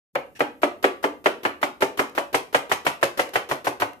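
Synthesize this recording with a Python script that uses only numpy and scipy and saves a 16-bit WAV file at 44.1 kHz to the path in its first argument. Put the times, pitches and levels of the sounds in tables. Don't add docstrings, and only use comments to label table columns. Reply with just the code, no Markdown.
import sys
import numpy as np
from scipy import signal
from scipy.io import wavfile

SR = 44100
rng = np.random.default_rng(int(sys.argv[2]) if len(sys.argv) > 2 else 0)


def output_pcm(signal):
    pcm = np.clip(np.atleast_2d(signal).T, -1, 1) * 32767
    wavfile.write(sys.argv[1], SR, np.round(pcm).astype(np.int16))


N = 176400
AGE = np.arange(int(.4 * SR)) / SR


def from_db(db):
    return 10 ** (np.asarray(db) / 20)


def at_hz(table, hz, axis=1):
    table = np.array(table)
    return np.interp(np.log(hz), np.log(table[:, 0]), table[:, axis])


def decay(t60):
    return np.exp(-np.log(1000) * AGE / t60)


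def rise(seconds):
    return 1 - np.exp(-AGE / seconds)


def swell(length):
    return np.exp(-(2 * AGE / length - 1) ** 2)


def tone(hz, lag=0):
    return np.sin(2 * np.pi * hz * AGE - lag)


def add(track, s, sound):
    i = int(s * SR)
    track[:, i:i + len(AGE)] += sound[..., :max(N - i, 0)]


def delayed(x, seconds):
    i = np.arange(len(x))
    return np.interp(i - np.round(seconds * SR), i, x, left=0)


def highpass(x, order, hz):
    return signal.sosfilt(signal.butter(order, hz, "high", fs=SR, output="sos"), x + 1e-18)


# frequency in Hz, correlation.
LEFT_RIGHT_LIKENESS = [(35, -1), (120, 0.75), (300, 0.81), (580, 0.79), (800, 0.39), (1150, -0.38),
                       (1900, -0.074), (4000, -.05), (12000, 0.48)]


def noise_bands(spectrum, size):
    edges = np.geomspace(30, 17000, 20)
    centres = np.sqrt(edges[1:] * edges[:-1])
    power = from_db(at_hz(spectrum, centres)) ** 2 * np.diff(edges)
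    white = rng.standard_normal((2, 2, size))
    bands = []
    for k, hz in enumerate(centres):
        bandpass = signal.butter(2, edges[k:k + 2], "band", fs=SR, output="sos")
        mid, side = signal.sosfilt(bandpass, white[k % 2])
        alike = np.clip(at_hz(LEFT_RIGHT_LIKENESS, hz), -1, 1)
        band = np.sqrt(1 + alike) * mid + np.sqrt(1 - alike) * side * [[1], [-1]]
        bands.append((hz, band / band.std() * np.sqrt(power[k] / power.sum())))
    return bands


def noise(spectrum):
    return sum(band for _, band in noise_bands(spectrum, N + len(AGE)))


def piece(x, s):
    return x[:, int(s * SR):int(s * SR) + len(AGE)]


def grains(spread_db):
    grains_per_s, grain_s, smooth_share = 1100, 0.00058, .45
    sizes = from_db(spread_db * np.clip(rng.standard_normal(len(AGE)), -2.5, 2.5))
    bursts = sizes ** 2 * (rng.random(len(AGE)) < grains_per_s / SR)
    power = signal.lfilter([1], [1, -np.exp(-2 / (grain_s * SR))], bursts + 1e-18)
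    return np.sqrt(smooth_share + (1 - smooth_share) * power / power.mean())


def lean_left(x):
    return x * from_db([[0.5], [-0.5]])


# frequency in Hz, relative density in dB per Hz.
HUSH_SPECTRUM = [(30, -21), (55, 10.5), (130, 2), (300, 7.5), (1000, -31), (4000, -27.5), (14000, -20)]


def hush():
    level_db, start_s, fade_s = -58, .13, .04
    fade = np.clip((np.arange(N) / SR - start_s) / fade_s, 0, 1)
    return from_db(level_db) * noise(HUSH_SPECTRUM)[:, :N] * fade


# time of the knock in seconds, slicing before it in seconds, slice level in dB, thump level in dB,
# knock level in dB in its deep, low, mid and high band, crunch level in dB, pitch of the edge's click in Hz.
STROKES = [(0.1546, 0.0039, -39.5, -43, -33, -26, -25.5, -28, -64, 1304),
           (0.4053, 0.014, -42.5, -37, -24.5, -23, -20.5, -24.5, -43.5, 1280),
           (0.6321, 0.015, -43, -37, -24.5, -23.5, -18, -22, -41.5, 1340.0),
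           (0.8416, 0.016, -41.5, -46, -24, -21.5, -19.5, -20, -37.5, 1350),
           (1.0405, 0.014, -41, -43.5, -24.5, -25.5, -19.5, -26, -42, 1140),
           (1.2592, 0.018, -44.5, -41, -24, -19.5, -18, -18.5, -37.5, 1470),
           (1.4514, 0.02, -42, -41, -27.5, -26.5, -20.5, -23.5, -44, 1500.0),
           (1.6293, 0.016, -42.5, -42, -27, -29.5, -18.5, -24, -39, 1500),
           (1.821, 0.016, -37.5, -41, -26.5, -23.5, -18.5, -23, -35.5, 1560.0),
           (1.9923, 0.02, -39, -41, -26.5, -26, -19, -23, -36, 1500),
           (2.178, 0.029, -44, -43.5, -33.5, -28.5, -20.5, -26, -39.5, 1090),
           (2.3438, 0.016, -38.5, -41, -31, -25.5, -20.5, -21.5, -31, 970),
           (2.5455, 0.019, -42.5, -38.5, -30, -23, -20.5, -18.5, -32.5, 1320.0),
           (2.7154, 0.021, -40.5, -43.5, -35, -26, -21, -21, -32, 1170),
           (2.8652, 0.017, -38.5, -39, -32.5, -29.5, -22.5, -19.5, -32.5, 1160.0),
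           (3.0279, 0.016, -46.5, -37, -30, -25, -19.5, -22, -31, 1180),
           (3.1935, 0.021, -37, -43, -34.5, -25, -24, -21, -33.5, 1150.0),
           (3.3564, 0.022, -37.5, -38.5, -36, -25.5, -23, -20.5, -36.5, 1240),
           (3.5128, 0.024, -37.5, -35.5, -33, -30, -21.5, -29, -38.5, 1070),
           (3.6693, 0.026, -38.5, -38.5, -29, -31.5, -20, -29.5, -37.5, 1060),
           (3.8198, 0.021, -35, -36.5, -32, -31, -19, -26, -42.5, 1130)]
# frequency in Hz, lag in radians.
RIGHT_SIDE_LAG = [(300, 0.21), (600, 0.46), (800, 0.81), (1100, 2.3), (2200, 1.7), (3000, 1.4)]
# frequency in Hz, relative density in dB per Hz.
FLESH_SPECTRUM = [(100, -11), (200, -12), (350, 16), (700, 9), (1300, 10.5), (2400, 5.5), (4000, 0.5),
                  (8000, -7.5), (12000, -8.5), (15000, -2)]
SLICE_RISE_S, SLICE_GRAIN_SPREAD_DB = 0.0023, 1.5
CRUNCH_RISE_S = 0.0036


def slices():
    slice_gain_db, tock_gain_db = 7, 4
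    pierce_gain, pierce_t60_s = 0.69, 0.027
    tock_hz, tock_t60_s = 880, 0.026
    out, flesh = np.zeros((2, N)), noise(FLESH_SPECTRUM)
    tock = tone(tock_hz, np.array([[0], [at_hz(RIGHT_SIDE_LAG, tock_hz)]]))
    tock = tock * decay(tock_t60_s) * rise(SLICE_RISE_S)
    pierce = 1 + pierce_gain * decay(pierce_t60_s)
    for s, length, slice_db, *_ in STROKES:
        add(out, s - length, from_db(tock_gain_db + slice_db) * tock)
        push = rise(SLICE_RISE_S) * pierce * (AGE < length + CRUNCH_RISE_S)
        crackle = piece(flesh, s) * grains(SLICE_GRAIN_SPREAD_DB)
        add(out, s - length, from_db(slice_gain_db + slice_db) * crackle * push)
    return lean_left(out)


def struck(band, fall):
    ring = band * fall
    return ring * np.sqrt(np.mean(band ** 2) * np.mean(fall ** 2) / np.mean(ring ** 2))


def edge_click(hz, level_db):
    gain_db, t60_s, heel_db = 18, 0.0062, -4.5
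    heel_s, heel_spread_s, right_lag_s = .007, 0.001977, .0003
    click = -from_db(gain_db + level_db) * tone(hz) * decay(t60_s)
    heel = delayed(click, heel_s + heel_spread_s * rng.standard_normal())
    click = click + from_db(heel_db) * heel
    return np.array([click, delayed(click, right_lag_s)])


BAND_CENTRES_HZ = [304, 528, 800, 2800]
# frequency in Hz, relative level in dB, t60 in seconds.
BOARD_MODES = [(288, -1, 0.17), (385.7, -3, .15), (476.5, -0.5, 0.082), (559, -3.5, 0.17),
               (602.3, 1, 0.073), (746, -2.5, 0.04), (864.4, -0.5, 0.053), (1025, -6.5, 0.071),
               (1192, -15, 0.31), (1320, -5.5, 0.098), (1560, 5, 0.026), (1926, 0.5, 0.036),
               (2093, -15, 0.041), (2890, -19.5, 0.057)]
# frequency in Hz, relative density in dB per Hz, t60 in seconds.
BOARD_RING = [(60, -55, .12), (180, -21.5, .12), (280.4, 0.5, 0.23), (511, 3.5, 0.12), (1010, -7, 0.15),
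              (1500, -7.5, 0.078), (2090, 0.5, 0.065), (3050, -15, 0.098), (4380, -40, 0.26),
              (9000, -64, 0.076)]


def knocks():
    modes_gain_db, mode_scatter_db, ring_gain_db, ring_rise_s = 2.5, 2.7, 10.5, 0.00081
    pitch_scatter = 0.01754
    board_low_hz = 234
    out = np.zeros((2, N))
    crowd = []
    for hz, band in noise_bands(BOARD_RING, N + len(AGE)):
        crowd.append((hz, band, decay(at_hz(BOARD_RING, hz, axis=2))))
    modes = []
    for k, (hz, db, t60) in enumerate(BOARD_MODES):
        fall = from_db(db) * (-1) ** k * decay(t60)
        modes.append((hz, fall, np.array([[0], [at_hz(RIGHT_SIDE_LAG, hz)]])))
    for s, _, _, _, deep_db, low_db, mid_db, high_db, _, click_hz in STROKES:
        colour = list(zip(BAND_CENTRES_HZ, (deep_db, low_db, mid_db, high_db)))
        body = 0
        for hz, band, fall in crowd:
            body = body + from_db(ring_gain_db + at_hz(colour, hz)) * struck(piece(band, s), fall)
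        scatter = rng.standard_normal((len(modes), 2))
        for (hz, fall, lag), (strength, detune) in zip(modes, scatter):
            level_db = modes_gain_db + at_hz(colour, hz) + mode_scatter_db * strength
            body = body + from_db(level_db) * tone(hz * (1 + pitch_scatter * detune), lag) * fall
        click = edge_click(click_hz, (mid_db + high_db) / 2)
        add(out, s, click + body * rise(ring_rise_s))
    return highpass(out, 4, board_low_hz)


def thumps():
    pitch_hz, pitch_scatter, gain_db = 137.5, 0.15, 10.5
    t60_s, rise_s = 0.096, 0.012
    low_hz = 55
    out = np.zeros((2, N))
    for s, _, _, thump_db, *_ in STROKES:
        hz = pitch_hz * np.exp(pitch_scatter * rng.standard_normal())
        add(out, s, from_db(gain_db + thump_db) * tone(hz) * decay(t60_s) * rise(rise_s))
    return highpass(out, 2, low_hz)


# frequency in Hz, relative density in dB per Hz.
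SKIN_SPECTRUM = [(1000, 5), (2500, 10), (3500, 4), (5000, 3), (8500, -1.5), (11500, -3), (15000, -9)]


def crunches():
    gain_db, t60_s, grain_spread_db = 13, 0.12, 2
    out, skin = np.zeros((2, N)), noise(SKIN_SPECTRUM)
    shape = rise(CRUNCH_RISE_S) * decay(t60_s)
    for s, *_, crunch_db, _ in STROKES:
        add(out, s, from_db(gain_db + crunch_db) * piece(skin, s) * grains(grain_spread_db) * shape)
    return lean_left(out)


# frequency in Hz, relative density in dB per Hz, t60 in seconds.
KITCHEN = [(100, 3.5, 0.19), (287, -2, 0.46), (590, 1, 0.31), (1150, 1.5, 0.3), (1840, -2, 0.31),
           (2700, 2, 0.3), (5600, 1.5, 0.29), (12900, 1.5, 0.22)]


def kitchen(x, count=4):
    level_db, delay_s, rise_s = -12, .006, 0.0079
    starts = [s - length for s, length, *_ in STROKES]
    stroke = np.searchsorted(starts, np.arange(N) / SR)
    out = 0
    for k in range(count):
        bands = noise_bands(KITCHEN, len(AGE))
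        tail = sum(band * decay(at_hz(KITCHEN, hz, axis=2)) for hz, band in bands) * rise(rise_s)
        tail = tail / np.sqrt(np.sum(tail ** 2) / 2)
        sent = delayed(x * (stroke % count == k), delay_s)
        out = out + signal.fftconvolve(sent[None], tail, axes=1)[:, :N]
    return from_db(level_db) * out


def skim():
    s, length_s, level_db = 0.3506, 0.034, -50
    steel_hz, width_hz, steel_db = [1800, 2700, 5600], 220, 9
    out = np.zeros((2, N))
    rub = sum(band for _, band in noise_bands(SKIN_SPECTRUM, len(AGE))) * swell(length_s)
    steel = 0
    for hz in steel_hz:
        steel = steel + signal.lfilter(*signal.iirpeak(hz, hz / width_hz, fs=SR), rub + 1e-18)
    add(out, s, from_db(level_db) * (rub + from_db(steel_db) * steel))
    return out


# start in seconds, length in seconds, level in dB.
LIGHT_TOUCHES = [(0.77, .008, -72), (2.095, 0.0044, -44.5), (3.29, 0.0066, -40.5), (3.932, 0.0041, -47.5)]


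def touches():
    out = np.zeros((2, N))
    rub = noise(FLESH_SPECTRUM) + noise(SKIN_SPECTRUM)
    for s, length, db in LIGHT_TOUCHES:
        add(out, s, from_db(db) * piece(rub, s) * grains(SLICE_GRAIN_SPREAD_DB) * swell(length))
    return lean_left(out)


def scene():
    near = slices() + knocks() + thumps() + crunches() + skim() + touches()
    return hush() + near + kitchen(near[0])


def record(dry):
    cutoff_hz = 14650
    rounded = 1.259 * np.tanh(dry / 1.31)
    return signal.sosfilt(signal.ellip(10, .1, 80, cutoff_hz, fs=SR, output="sos"), rounded)


dry = scene()
out = record(dry)
output_pcm(out)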